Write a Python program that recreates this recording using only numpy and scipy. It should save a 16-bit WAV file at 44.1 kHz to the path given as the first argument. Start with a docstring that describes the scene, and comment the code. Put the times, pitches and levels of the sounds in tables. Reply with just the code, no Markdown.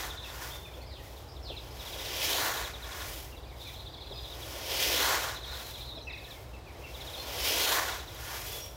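"""A scythe stroke dies away as small birds chip and whistle over a low hum of distant traffic.
The blade skims back over the stubble, then mows three long strokes, near 2.3, 4.8 and 7.5 seconds.
In each, the edge snaps thousands of stems, whose impulses excite the modes of the thin steel;
as the swing ends the blade's back scrapes the turf, and then it skims back again.
The birds and the traffic carry on to the end."""
import sys
import numpy as np
from scipy import signal
from scipy.fft import rfft, irfft
from scipy.io import wavfile
from scipy.ndimage import map_coordinates

SR = 44100
rng = np.random.default_rng(int(sys.argv[2]) if len(sys.argv) > 2 else 0)


def transcribe(signal):
    """Save signal, clipped to [-1, 1], as a 16-bit WAV file at the path in sys.argv[1]."""
    frames = np.atleast_2d(signal).T
    limited = np.clip(frames, -1, 1)
    pcm = np.round(limited * 32767).astype(np.int16)
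    wavfile.write(sys.argv[1], SR, pcm)


N = 386316
TIME = np.arange(N) / SR
HZ = np.maximum(np.arange(N // 2 + 1) * SR / N, 1)


# Spectrum of grass swept aside: frequency_hz, gain_db
SWEEP_SPECTRUM = [(240, -13.5), (330, -4), (420, -2), (560, 0), (720, -3), (1080, -7), (1200, -11.5)]
# Spectrum of the blade's back scraping the turf: frequency_hz, gain_db
SCRAPE_SPECTRUM = [(700, -0.5), (1100, 4.5), (1350, -5.5), (1750, 1.5), (2200, -3), (2750, -9), (3800, -9),
                   (4400, -7.5), (5900, -6.5), (7500, -12)]
# Spectrum of the edge biting the stems: frequency_hz, gain_db
BITE_SPECTRUM = [(1600, 0.5), (1800, 0), (2700, 0.5), (3400, 1.5), (4300, 7), (5400, 1), (6500, -5.5),
                 (8000, -19.5)]
# Spectrum of the stems crackling: frequency_hz, gain_db
CRACKLE_SPECTRUM = [(7000, -3), (8000, -7), (9300, -6.5), (10500, -3), (12000, -2.5), (14000, -0.5),
                    (15100, -1.5), (15800, -4)]

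def mowing():
    """Source and filter: trains of snaps are shaped into sweep, scrape, bite and crackle."""
    sweep, scrape, bite, crackle = swings()
    stems = snaps(per_s=15000, spread_db=2.0, clump_db=1.0)
    turf = snaps(per_s=8000, spread_db=3.0, clump_db=0.9)
    leaves = snaps(per_s=6000, spread_db=2.0, clump_db=-0.1)
    out = sweep * coloured(leaves, SWEEP_SPECTRUM)
    pressure = from_db(0.92 * drift(19.0))  # bumps in the lawn make the back press unevenly
    out += scrape * pressure * coloured(blade(turf, rubbed=True), SCRAPE_SPECTRUM)
    out += bite * ground_reflection(coloured(blade(stems, rubbed=False), BITE_SPECTRUM))
    # the stems' bright crackle, with a fixed dip near 8-9 kHz
    out += crackle * coloured(stems, CRACKLE_SPECTRUM)
    return out * from_db(0.73 * drift(12.0))


def snaps(per_s, spread_db, clump_db):
    """Shot noise: stems give way at random, unequal in size and bunched in tufts."""
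    breaks = rng.random(N) < per_s / SR
    sizes = from_db(spread_db * np.minimum(rng.exponential(1, N), 4))
    signs = rng.choice([-1, 1], N)
    tufts = from_db(clump_db * drift(47))
    return rms_one(breaks * sizes * signs * tufts)


# Modes of the steel blade: frequency_hz, bandwidth_hz, cutting_gain_db, rubbing_gain_db
BLADE_MODES = [(1430, 70, 6, 9.5), (1665, 70, -8, -7), (1810, 60, -1, -14), (2035, 58, 2, -13),
               (2325, 55, 1, -10), (2550, 50, 0, -12), (2855, 45, -1, -14), (3068, 52, 3, -7),
               (3285, 85, 3, -7), (3520, 50, -4, -10), (3850, 110, -12, -6), (5200, 70, -6, -15),
               (6940, 50, -6, -12)]

def blade(x, rubbed):
    """Modal resonance of thin steel: the edge excites the high modes, the back mainly the lowest."""
    response = 1
    for hz, width_hz, cut_db, rub_db in BLADE_MODES:
        detuning = (HZ ** 2 - hz ** 2) / (HZ * width_hz)
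        response = response + from_db(rub_db if rubbed else cut_db) / (1 + 1j * detuning)
    return irfft(rfft(x) * response, N)


# Cutting strokes: enter_s, end_s, force_db, extra_scrape_db, extra_crackle_db, abruptness_ratio
STROKES = [(-0.47, -0.105, -3.5, 1.5, -0.5, 1.0), (2.253, 2.465, -1.5, -0.7, 0.5, 0.74),
           (4.81, 5.128, 0, 1.5, 0.2, 0.91), (7.463, 7.769, 0.08, -0.5, 0.5, 1)]
# Envelope of each part of a cut: base_db, rise_db_per_s, fall_db_per_s
SWEEP_SWELL, SCRAPE_SWELL = (-38, 31.6, 60), (-30, 115, 79.5)
BITE_SWELL, CRACKLE_SWELL = (-31, 85, 55), (-36, 103, 103)

def cutting_power(swath_gathers_s=0.087, bite_eases_s=0.12, back_presses_s=0.045):
    """Power envelopes of the cuts: the swath gathers, the edge runs out of grass, the back presses."""
    power = np.zeros((4, N))
    for enter, end, force_db, scrape_db, crackle_db, abruptness in STROKES:
        parts = [(enter + swath_gathers_s, end, 0, 1, SWEEP_SWELL),
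                 (end - back_presses_s, end, scrape_db, 1, SCRAPE_SWELL),
                 (enter, end - bite_eases_s, 0, abruptness, BITE_SWELL),
                 (enter, end, crackle_db, np.sqrt(abruptness), CRACKLE_SWELL)]
        for k, (full_from, full_to, extra_db, rise_ratio, (db, rise, fall)) in enumerate(parts):
            envelope = swell(full_from, full_to, rise_ratio * rise, fall)
            power[k] += (from_db(db + force_db + extra_db) * envelope) ** 2
    return power


# Back swings over the stubble: start_s, end_s, hiss_db, touchdown_db
BACK_SWINGS = [(0.437, 0.503, -49.5, -43), (2.98, 3.176, -47.5, -40.5), (5.59, 5.693, -50.5, -46.5),
               (8.334, 8.572, -45, -41.5)]
# The blade brushing the grass as it is lifted and turned: start_s, end_s, level_db
TURNS = [(0.755, 0.78, -66), (1.045, 1.188, -62.5), (3.627, 3.738, -60), (5.79, 5.808, -60),
         (6.247, 6.387, -61.5)]
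# Light contacts: rise_db_per_s, fall_db_per_s, [sweep_db, scrape_db, bite_db, crackle_db]
RUN_UP, SHED = (36.6, 92, [-52.5, -54, -47.5, -50.5]), (37, 110, [-58, -40.5, -64, -46.5])
SKIM, BRUSH = (53, 80, [-5.5, -13, 0, 0.5]), (90, 59, [-2.5, -4.5, 4, 3])

def swings(run_up_s=0.33, shed_after_s=0.15, still_after_s=0.29, still_width_s=0.034, still_db=-3.5):
    """Incoherent sources add in power: all contacts sum to gains of sweep, scrape, bite and crackle."""
    power = cutting_power()
    still = np.zeros(N)
    for enter, end, *_ in STROKES:
        power += contact_power(enter - run_up_s, enter, RUN_UP)
        power += contact_power(end + shed_after_s, end + shed_after_s, SHED)
        # at the far end of the swing the blade stands still for a moment
        still += np.exp(-((TIME - end - still_after_s) / still_width_s) ** 2)
    for start, end, hiss_db, touchdown_db in BACK_SWINGS:
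        power += contact_power(start, end, SKIM, hiss_db)
        touchdown = from_db(touchdown_db) * swell(start, start, rise_db_per_s=58, fall_db_per_s=91)
        power[1] += touchdown ** 2  # scrape only
    for start, end, db in TURNS:
        power += contact_power(start, end, BRUSH, db)
    return np.sqrt(power) * from_db(still_db * still)


def contact_power(start, end, kind, db=0):
    """Light friction on grass: sweep, scrape, bite and crackle share one power envelope."""
    rise, fall, mix_db = kind
    return (from_db(db) * from_db(mix_db)[:, None] * swell(start, end, rise, fall)) ** 2


def ground_reflection(x, echo_db=-8, notch_hz=1423, climb_hz=400, lead_s=0.029, rise_s=0.18, fall_s=0.37):
    """Comb filtering: the lawn's echo notches a pitch and its odd multiples, climbing with the swing."""
    swung = sum(np.interp(TIME - end + lead_s, [-rise_s, 0, fall_s], [0, 1, 0]) for _, end, *_ in STROKES)
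    half_period = SR / (2 * (notch_hz + climb_hz * swung))
    echo = map_coordinates(x, [np.arange(N) - half_period], order=3)
    return rms_one(x + from_db(echo_db) * echo)


# Tough stalks and grit hitting the blade: start_s, level_db
GRIT_HITS = [(0.4294, -51), (0.771, -53), (3.0174, -49), (5.0304, -40), (7.886, -33.5), (8.3424, -48)]

def ticks():
    """Impact excitation: small hard hits set the blade's modes ringing."""
    spectrum_hz_db = [(700, -1), (1500, 2), (4000, 6), (12000, -43)]
    return blade(knocks(GRIT_HITS, spectrum_hz_db, decay_s=0.0089), rubbed=True)


# Boots shifting on the lawn: start_s, level_db
FOOTFALLS = [(0.768, -47), (1.498, -44), (4.107, -41), (5.969, -45), (6.79, -46)]

def steps():
    """Damped impact: boots on soft turf give short, low crunches."""
    spectrum_hz_db = [(250, -3), (500, 5), (1000, -8)]
    return knocks(FOOTFALLS, spectrum_hz_db, decay_s=0.029)


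def knocks(hits, spectrum, decay_s):
    """Exponential decay: each contact is a burst of noise that starts fast and dies away."""
    envelope = np.zeros(N)
    for start, db in hits:
        age = np.maximum(TIME - start, 0) / decay_s
        envelope += from_db(db) * np.minimum(age * 10, 1) * np.exp(-age)
    return envelope * coloured(rng.standard_normal(N), spectrum)


def birds():
    """Distance raises the share of scattered sound: chips are near, calls and chatter farther off."""
    near = garden(chips(), t60_s=0.068, scatter_db=-7.5)
    far = garden(calls(), t60_s=0.8, scatter_db=-4.5)
    among_trees = garden(chatter(), t60_s=0.28, scatter_db=-3)
    return near + far + among_trees


# A small bird's runs of chips: first_s, last_s, chip_count, first_db, last_db
CHIP_SERIES = [(0.023, 0.173, 3, -43.5, -41.5), (0.226, 0.29, 2, -43, -47), (1.164, 1.36, 2, -52, -49.5),
               (1.487, 1.564, 2, -39.5, -39.5), (1.793, 2.053, 5, -43, -40), (2.566, 2.639, 2, -39, -38),
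               (2.734, 2.999, 4, -41.5, -43), (3.363, 3.557, 4, -50.5, -57), (3.615, 3.789, 4, -44.5, -48),
               (3.864, 4.004, 3, -42.5, -44.5), (4.111, 4.241, 3, -44.5, -41.5),
               (4.316, 4.416, 2, -43.5, -44.5), (5.212, 5.431, 4, -44.5, -39.5),
               (5.529, 5.591, 2, -44, -43), (5.736, 5.962, 4, -41.5, -43.5), (6.093, 6.125, 2, -45, -45),
               (6.175, 6.303, 3, -45.5, -44), (6.941, 7.132, 4, -43.5, -38.5),
               (7.91, 8.156, 4, -38.5, -48.5)]

def chips(pitch_hz=4250, pitch_spread=0.0153, length_s=0.024, length_spread_s=0.002):
    """Periodic repetition with jitter: evenly spaced falling notes vary a little in pitch and length."""
    out = np.zeros(N)
    for first, last, count, first_db, last_db in CHIP_SERIES:
        for start, db in np.linspace((first, first_db), (last, last_db), count):
            longer, higher = rng.standard_normal(2)
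            hz = pitch_hz * (1 + pitch_spread * higher)
            length = length_s + length_spread_s * longer
            add(out, start, db, note(length, hz, glide=0.76, curve=0.99, waver=0.018))
    return out


# Nearly level whistles: start_s, length_s, pitch_hz, level_db
WHISTLE_NOTES = [(0.521, 0.081, 3620, -45), (0.624, 0.059, 3620, -52), (3.634, 0.08, 3600, -51),
                 (4.12, 0.12, 4980, -48.5), (7.168, 0.05, 3600, -47), (7.172, 0.042, 4290, -43.5),
                 (8.489, 0.11, 3470, -47), (8.596, 0.062, 5700, -48)]
# Short rising notes: start_s, pitch_hz, level_db
RISING_NOTES = [(0.505, 3060, -44), (0.734, 3070, -50.5), (0.808, 4000, -51), (3.928, 3890, -49)]
# Soft low notes of a far bird: start_s, pitch_hz, level_db
SOFT_NOTES = [(0.24, 2860, -45.5), (0.99, 2060, -55), (3.505, 2400, -56), (6.272, 1920, -52),
              (6.353, 2340, -53), (6.975, 2400, -52)]
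# Two-part chirps, a gentle fall and then a steep, weaker flick: start_s, pitch_hz, level_db
DOUBLE_CHIRPS = [(0.65, 2620, -49.5), (3.318, 2890, -51), (3.66, 2530, -46.5), (6.069, 2754, -37.5),
                 (6.128, 2714, -40), (6.532, 2800, -51), (6.672, 2470, -51), (6.838, 2860, -43)]
# Hoarse downward slurs: start_s, length_s, start_hz, end_hz, level_db
HOARSE_SLURS = [(0.862, 0.13, 5400, 2776, -56), (1.424, .125, 5710, 2205, -50)]

def calls(rise_s=0.026, soft_s=0.0325, chirp_s=0.026, flick_s=0.0208, smear_s=0.029):
    """Modulation sets timbre: a steady pitch gives a pure whistle, a wavering one a hoarser call."""
    out = np.zeros(N)
    for start, length, hz, db in WHISTLE_NOTES:
        add(out, start, db, note(length, hz, glide=0.97, curve=0.89, waver=0.0093))
    out *= from_db(3.5 * drift(30))  # the whistles flutter in level
    for start, hz, db in RISING_NOTES:
        add(out, start, db, note(rise_s, hz, glide=1.19, curve=0.9, waver=0.016))
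    for start, hz, db in SOFT_NOTES:
        add(out, start, db, note(soft_s, hz, glide=0.86, curve=1.0, waver=0.022))
    for start, hz, db in DOUBLE_CHIRPS:
        add(out, start, db, note(chirp_s, hz, glide=0.9, curve=0.93, waver=0.024))
        add(out, start + chirp_s, db - 5.5, note(flick_s, hz, glide=0.66, curve=0.96, waver=0.03))
    for start, length, start_hz, end_hz, db in HOARSE_SLURS:
        # late, weaker copies off the foliage smear the slur into a rasp
        for late in np.linspace(0, 1, 7):
            slur = note(length, start_hz, glide=end_hz / start_hz, curve=0.97, waver=0.027)
            add(out, start + smear_s * late, db - 8.5 * late, slur)
    return out


# Distant birds chattering together: start_s, end_s, notes_per_s, lowest_hz, highest_hz, level_db
CHATTER_BOUTS = [(0.076, 0.27, 40, 3650, 4050, -47.5), (3.55, 4.3, 36, 3600, 4500, -48),
                 (5.3, 6.05, 62, 3900, 4500, -47.5), (0.75, 2.0, 13, 5100, 5700, -56),
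                 (3.3, 4.6, 17, 4900, 5300, -58), (5.75, 6.3, 33, 4700, 6400, -58),
                 (0.7, 8.6, 9.8, 2100, 2900, -56)]

def chatter(length_s=0.0211):
    """A random point process: short falling notes start at scattered times and pitches."""
    out = np.zeros(N)
    for start, end, per_s, low_hz, high_hz, db in CHATTER_BOUTS:
        for when, pitch, weak in rng.random((int(per_s * (end - start)), 3)):
            hz = low_hz + pitch * (high_hz - low_hz)
            tweet = note(length_s, hz, glide=0.88, curve=0.9, waver=0.025)
            add(out, start + when * (end - start), db - 1.9 * weak, tweet)
    return out


def note(length_s, start_hz, glide, curve, waver):
    """Frequency modulation: a sine slides to `glide` times its starting pitch, trembling on the way."""
    progress = np.linspace(0, 1, int(length_s * SR))
    wobble = np.interp(progress, np.linspace(0, 1, 20), rng.standard_normal(20))
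    hz = start_hz * glide ** (progress ** curve) * (1 + waver * wobble)
    envelope = np.sqrt(np.abs(np.sin(np.pi * progress)))
    return envelope * np.sin(2 * np.pi * np.cumsum(hz) / SR)


# Reflections from walls and sheds: delay_s, gain_db
WALL_ECHOES = [(.019, -13), (.028, -8.5), (.052, -15), (.083, -19)]

def garden(x, t60_s, scatter_db):
    """Convolution with an impulse response: direct sound, wall echoes and scatter from trees."""
    t = TIME[:SR]
    response = rng.standard_normal(SR) * from_db(-60 * t / t60_s) * np.minimum(t / 0.0067, 1)
    response *= from_db(scatter_db) / np.sqrt(np.sum(response ** 2))
    response[0] = 1
    for delay, db in WALL_ECHOES:
        response[int(delay * SR)] += from_db(db)
    return signal.fftconvolve(x, response)[:N]


# Spectrum of distant traffic: frequency_hz, gain_db
TRAFFIC_SPECTRUM = [(22, -29), (31, -25), (44, 0), (62, 1.5), (78, -2), (92, -3), (123, -6.5), (142, -12.5),
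                    (170, -13.5), (215, -36)]

def traffic(rumble_db=-48.5, engine_hz=62.4, engine_db=-49.5):
    """Harmonics over noise: an engine's wavering fundamental and octave ride on a low rumble."""
    rumble = from_db(rumble_db) * coloured(rng.standard_normal(N), TRAFFIC_SPECTRUM)
    phase = 2 * np.pi * np.cumsum(engine_hz + 1.235 * drift(3.15)) / SR
    harmonics = np.sin(phase) + from_db(-8.5) * np.sin(2 * phase)
    return rumble + from_db(engine_db + 1.2 * drift(2.2)) * harmonics


# Spectrum of the garden's still air: frequency_hz, gain_db
AIR_SPECTRUM = [(230, -3.5), (334, 0), (668, -1), (980, -4.5), (1340, -12), (2500, -19), (3900, -15.5),
                (5500, -26), (8300, -27.5), (14700, -49), (15800, -35)]

def air(level_db=-51.5):
    """Stationary broadband noise: a soft, even hush."""
    return from_db(level_db) * coloured(rng.standard_normal(N), AIR_SPECTRUM)


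def from_db(db):
    """Amplitude grows tenfold every 20 decibels."""
    return 10 ** (np.asarray(db) / 20)


def rms_one(x):
    """Normalisation to unit rms."""
    return x / np.sqrt(np.mean(x ** 2) + 1e-20)


def drift(rate_hz):
    """Low-pass noise of unit rms: a slow random fluctuation."""
    return rms_one(irfft(rfft(rng.standard_normal(N)) / (1 + (HZ / rate_hz) ** 2), N))


def coloured(x, spectrum):
    """Spectral shaping, with steep skirts past the ends of the curve; unit rms."""
    hz, db = np.transpose(spectrum)
    gain = from_db(np.interp(np.log(HZ), np.log(hz), db))
    skirts = np.minimum(HZ / hz[0], 1) ** 4 * np.minimum(hz[-1] / HZ, 1) ** 4
    return rms_one(irfft(rfft(x) * gain * skirts, N))


def swell(start, end, rise_db_per_s, fall_db_per_s):
    """Exponential growth up to `start`, a hold at 1, and exponential decay after `end`."""
    early_s, late_s = np.maximum(start - TIME, 0), np.maximum(TIME - end, 0)
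    return from_db(-rise_db_per_s * early_s - fall_db_per_s * late_s)


def add(out, start_s, db, sound):
    """Linear mixing of a short sound at its time and level."""
    i = max(int(start_s * SR), 0)
    out[i:i + len(sound)] += from_db(db) * sound[:N - i]


def scene():
    """Superposition: all sources sum at one point, heard alike in both ears."""
    mono = ticks() + steps() + mowing() + birds() + traffic() + air()
    return np.stack([mono, mono])


def record(dry, cutoff_hz=15800):
    """Low-pass filtering: the highest treble is cut steeply."""
    return irfft(rfft(dry) / np.sqrt(1 + (HZ / cutoff_hz) ** 400), N)


dry = scene()
out = record(dry)
transcribe(out)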